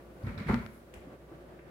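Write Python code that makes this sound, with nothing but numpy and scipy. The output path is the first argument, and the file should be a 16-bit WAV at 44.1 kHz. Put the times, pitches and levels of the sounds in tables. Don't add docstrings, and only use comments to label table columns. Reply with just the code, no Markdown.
import sys
import numpy as np
from scipy import signal
from scipy.fft import rfft, irfft, next_fast_len
from scipy.io import wavfile
from scipy.ndimage import map_coordinates

SR = 44100
rng = np.random.default_rng(int(sys.argv[2]) if len(sys.argv) > 2 else 0)


def put_to_file(sound):
    columns = np.atleast_2d(sound).T
    safe = np.clip(columns, -1, 1)
    whole_steps = np.round(safe * 32767)
    wavfile.write(sys.argv[1], SR, whole_steps.astype(np.int16))


N = 74970


def rolling(flutter_db):
    # time in seconds, level in dB.
    levels = [(0, -52.5), (.2, -53.5), (.45, -49), (.7, -56.5), (.85, -58.5), (.96, -53), (1.085, -52),
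              (1.16, -54.5), (1.33, -53), (1.6, -54), (1.7, -54)]
    # frequency in Hz, relative level in dB.
    spectrum = [(25, -6), (60, -11.5), (150, -2.5), (260, -6), (420, -5.5), (620, -7), (850, -16),
                (1500, -18.5), (2400, -26), (4000, -37.5), (8000, -56)]
    # frequency in Hz, bandwidth in Hz, relative gain in dB.
    rim_modes = [(348.2, 8.3, -1.5), (513, 10.7, -9.5), (560.5, 11.7, -8.5), (1153.4, 6.3, -14),
                 (1468, 9.7, -22)]
    ring_db = -4
    rumble = coloured_noise(spectrum)
    ring = amp(ring_db) * unit(resonate(noise(np.ones_like), rim_modes))
    return amp(curve(levels) + flutter_db * wobble(34.8)) * (rumble + ring)


def thumps(wet_db):
    # start in seconds, level in dB, pitch in Hz, 60 dB decay time in seconds.
    impacts = [(0.238, -26.5, 104.7, 0.094), (0.261, -37, 200, 0.033), (0.269, -25.5, 105, 0.088),
               (0.282, -37, 58.6, 0.15), (0.311, -37.5, 163.5, 0.097), (.345, -41.5, 150, 0.23),
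               (0.374, -32, 97.3, 0.13), (0.407, -24, 170, 0.026), (0.462, -29.5, 153, 0.12),
               (0.493, -28, 382.7, 0.049), (0.4982, -16, 209, 0.037), (0.51, -24, 130.7, 0.097),
               (.532, -21, 227, 0.11), (0.543, -44, 57.2, 0.27), (0.568, -25.5, 145, .03),
               (0.589, -39.5, 188, 0.078), (.65, -41, 98, 0.12), (0.967, -39, 65.4, 0.059),
               (1.07, -39.5, 274, 0.087), (1.091, -42, 201, 0.023), (1.315, -40.5, 329, 0.089),
               (1.591, -44.5, 353, 0.046)]
    # frequency in Hz, bandwidth in Hz, gain in dB.
    body_modes = [(54.6, 11.6, 1), (129, 34, -6), (205, 34, -1), (235, 5.1, 0.5), (406, 51, 0.5)]
    # frequency in Hz, relative level in dB.
    spectrum = [(30, -28), (60, -10), (120, 0), (170, -10.5), (228, 3), (300, -12.5), (400, -10.5),
                (600, -41), (2000, -53)]
    rise_s, shudder_db, shudder_t60_s = .002, -9.5, 0.41
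    blows, shudder_power = np.zeros(N), np.zeros(N)
    for start, db, hz, t60 in impacts:
        t = since(start)
        onset = amp(db) * (1 - np.exp(-t / rise_s))
        blows += onset * amp(-60 * t / t60) * np.sin(2 * np.pi * hz * t)
        shudder_power += (onset * amp(-60 * t / shudder_t60_s)) ** 2 * t60 / shudder_t60_s
    shudder = amp(shudder_db) * np.sqrt(shudder_power) * coloured_noise(spectrum)
    return kitchen(blows + resonate(blows, body_modes), wet_db) + shudder


def scuffs(grit_db, wet_db):
    # start in seconds, level in dB, hold and 60 dB decay time in seconds, low shelf in dB.
    rubs = [(0.241, -50.5, 0.044, 0.19, 11), (0.262, -48, 0.02, 0.6, 1), (0.376, -45.5, 0.022, 0.41, -3.5),
            (0.462, -45.5, 0.028, 0.21, -4), (0.483, -31, 0.035, 0.18, 15.5),
            (0.52, -42.5, 0.016, 0.32, -7), (0.577, -52.5, 0.084, 0.079, 5.5),
            (1.312, -52, 0.013, 0.082, 24)]
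    # frequency in Hz, relative level in dB.
    spectrum = [(100, 5), (330, -3), (750, -3), (1000, -2), (1400, 3.5), (1700, 3.5), (2300, 3),
                (2800, -10.5), (4500, -14.5), (6500, -49), (11000, -50), (16000, -44)]
    # frequency in Hz, bandwidth in Hz, relative gain in dB.
    track_modes = [(409, 25, 0.5), (667, 24, -10), (998, 30, 3), (1158, 33, -4.5), (1333, 54, 5.5),
                   (1410, 40, -12), (1570, 12, -21), (1826, 21, 0), (2115, 16, 3), (2227, 13, 6)]
    rise_s, shelf_hz, ring_db = 0.0058, 1290, -3.5
    out = np.zeros((2, N))
    for start, db, hold, t60, shelf_db in rubs:
        friction = coloured_noise(spectrum)
        ring = amp(ring_db) * unit(resonate(noise(np.ones_like), track_modes))
        rub = unit(filtered(friction + ring, lambda f: amp(shelf_db / (1 + (f / shelf_hz) ** 4))))
        grit = unit(amp(grit_db * wobble(500)))
        attack = np.minimum(since(start) / rise_s, 1)
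        out += rub * grit * attack * amp(db - 60 * since(start + hold) / t60)
    return kitchen(out, wet_db)


def clicks(wet_db):
    # start in seconds, energy in dB, left over right in dB, high-pass corner in Hz.
    snaps = [(.5437, -15.5, 20, 740), (0.6638, -29.5, 20, 1620)]
    # frequency in Hz, relative level in dB.
    spectrum = [(200, 19), (1400, 13), (2200, 2), (5300, -10.5), (7600, -24.5), (12000, -24.5),
                (16000, -32)]
    out = np.zeros((2, N))
    for start, db, pan_db, corner_hz in snaps:
        impulse = signal.unit_impulse(N, round(start * SR))
        high_pass = lambda f: (1j * f / (corner_hz + 1j * f)) ** 2
        snap = filtered(impulse, lambda f: amp(along(spectrum, f)) * high_pass(f))
        out += amp(db) * panned(pan_db) * snap / np.linalg.norm(snap)
    return kitchen(out, wet_db)


def ticks(wet_db):
    # start in seconds, level in dB, centre in Hz, width in octaves,
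    # 60 dB decay time in seconds, left over right in dB.
    taps = [(0.2353, -55.5, 4250, 0.33, 0.011, -5), (0.269, -52, 3770, 0.29, 0.01, -2),
            (0.3771, -44, 4070, 0.25, 0.025, -3), (0.937, -51.5, 2250, 0.48, 0.052, 3),
            (0.939, -53, 8100, 0.68, 0.041, 1), (1.004, -59.5, 11500, .2, 0.017, 1),
            (1.59, -50.5, 1760, 0.42, 0.043, -2)]
    rise_s = .0007
    out = np.zeros((2, N))
    for start, db, hz, octaves, t60, pan_db in taps:
        t = since(start)
        envelope = amp(db - 60 * t / t60) * (1 - np.exp(-t / rise_s))
        out += envelope * panned(pan_db) * band(hz, octaves)
    return kitchen(out, wet_db)


def swishes():
    # peak time in seconds, level in dB, seconds to fall to 1/e, left over right in dB.
    swells = [(.23, -76.5, 0.13, -2), (.495, -72, 0.03, -13), (0.67, -76, .04, -5),
              (0.756, -69.5, 0.042, -3)]
    out = np.zeros((2, N))
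    for peak, db, fade, pan_db in swells:
        envelope = amp(db) * np.exp(-((since(0) - peak) / fade) ** 2)
        out += envelope * panned(pan_db) * band(hz=10800, octaves=0.23)
    return out


def mains_hum(hz, db, waver_db):
    return amp(db + waver_db * wobble(7.65)) * unit(np.sin(2 * np.pi * hz * since(0)))


def hiss():
    # time in seconds, level in dB.
    levels = [(0, -69), (.1, -70), (.26, -67.5), (.45, -70), (.5, -69), (.62, -65.5), (.76, -66.5),
              (.86, -69), (1.05, -71), (1.2, -71), (1.38, -70.5), (1.7, -73)]
    # frequency in Hz, relative level in dB.
    spectrum = [(1000, 2.5), (4000, 0.5), (6000, -3.5), (8500, -3.5), (11000, -2), (13500, -4),
                (16000, -2.5)]
    return amp(curve(levels)) * coloured_noise(spectrum)


def kitchen(x, wet_db):
    # frequency in Hz, 60 dB decay time in seconds.
    decay_times = [(150, 0.44), (1500, 0.64), (5000, 0.5), (12000, 0.31)]
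    build_s = 0.0077
    hz, t, spectra = signal.stft(noise(np.ones_like)[:, :SR // 2], SR, nperseg=256)
    envelope = amp(-60 * t / along(decay_times, hz)[:, None]) * (1 - np.exp(-t / build_s))
    tail = signal.istft(spectra * envelope, SR, nperseg=256)[1]
    tail /= np.linalg.norm(tail[0])
    return x + amp(wet_db) * signal.fftconvolve(np.atleast_2d(x), tail, axes=1)[:, :N]


def noise(gain):
    # frequency in Hz, left-right correlation from 0 to 1.
    coherence = [(60, 0.96), (170, 0.84), (350, 0.91), (700, 0.58), (1300, 0), (8000, 0)]

    def mid_side_gains(f):
        angle = np.arccos(np.clip(along(coherence, f), -1, 1)) / 2
        return gain(f) * np.array([np.cos(angle), np.sin(angle)])

    mid, side = filtered(rng.standard_normal((2, N)), mid_side_gains)
    return unit(np.array([mid + side, mid - side]))


def coloured_noise(spectrum):
    return noise(lambda f: amp(along(spectrum, f)))


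def band(hz, octaves):
    return noise(lambda f: np.exp(-.5 * (np.log2((f + 1) / hz) / octaves) ** 2))


def resonate(x, modes):
    return filtered(x, lambda f: sum(amp(db) * 1j * f * width / (hz * hz - f * f + 1j * f * width)
                                     for hz, width, db in modes))


def filtered(x, response):
    size = next_fast_len(N + SR // 2)
    return irfft(rfft(x, size) * response(np.fft.rfftfreq(size, 1 / SR)), size)[..., :N]


def panned(left_db):
    return amp(np.array([[left_db], [-left_db]]) / 2)


def wobble(rate):
    return map_coordinates(rng.standard_normal(4096), [np.arange(N) * rate / SR], mode="wrap")


def along(points, hz):
    freqs, values = np.transpose(points)
    return np.interp(np.log(hz + 1), np.log(freqs + 1), values)


def curve(rows):
    return np.interp(np.arange(N) / SR, *np.transpose(rows))


def since(start):
    return np.maximum(np.arange(N) / SR - start, 0)


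def amp(db):
    return 10 ** (np.asarray(db) / 20)


def unit(x):
    return x / np.sqrt(np.mean(x ** 2) + 1e-20)


def scene():
    wheel = rolling(flutter_db=2.02) + thumps(wet_db=-11) + scuffs(grit_db=1.5, wet_db=-11.5)
    return (wheel + clicks(wet_db=-19) + ticks(wet_db=-1.5) + swishes()
            + mains_hum(hz=59.2, db=-60, waver_db=1.5) + hiss())


def record(dry):
    low_cut_hz, top_hz = 38, 15900
    return filtered(dry, lambda f: (f < top_hz) * (1 - 1 / (1 + (f / low_cut_hz) ** 6)))


dry = scene()
out = record(dry)
put_to_file(out)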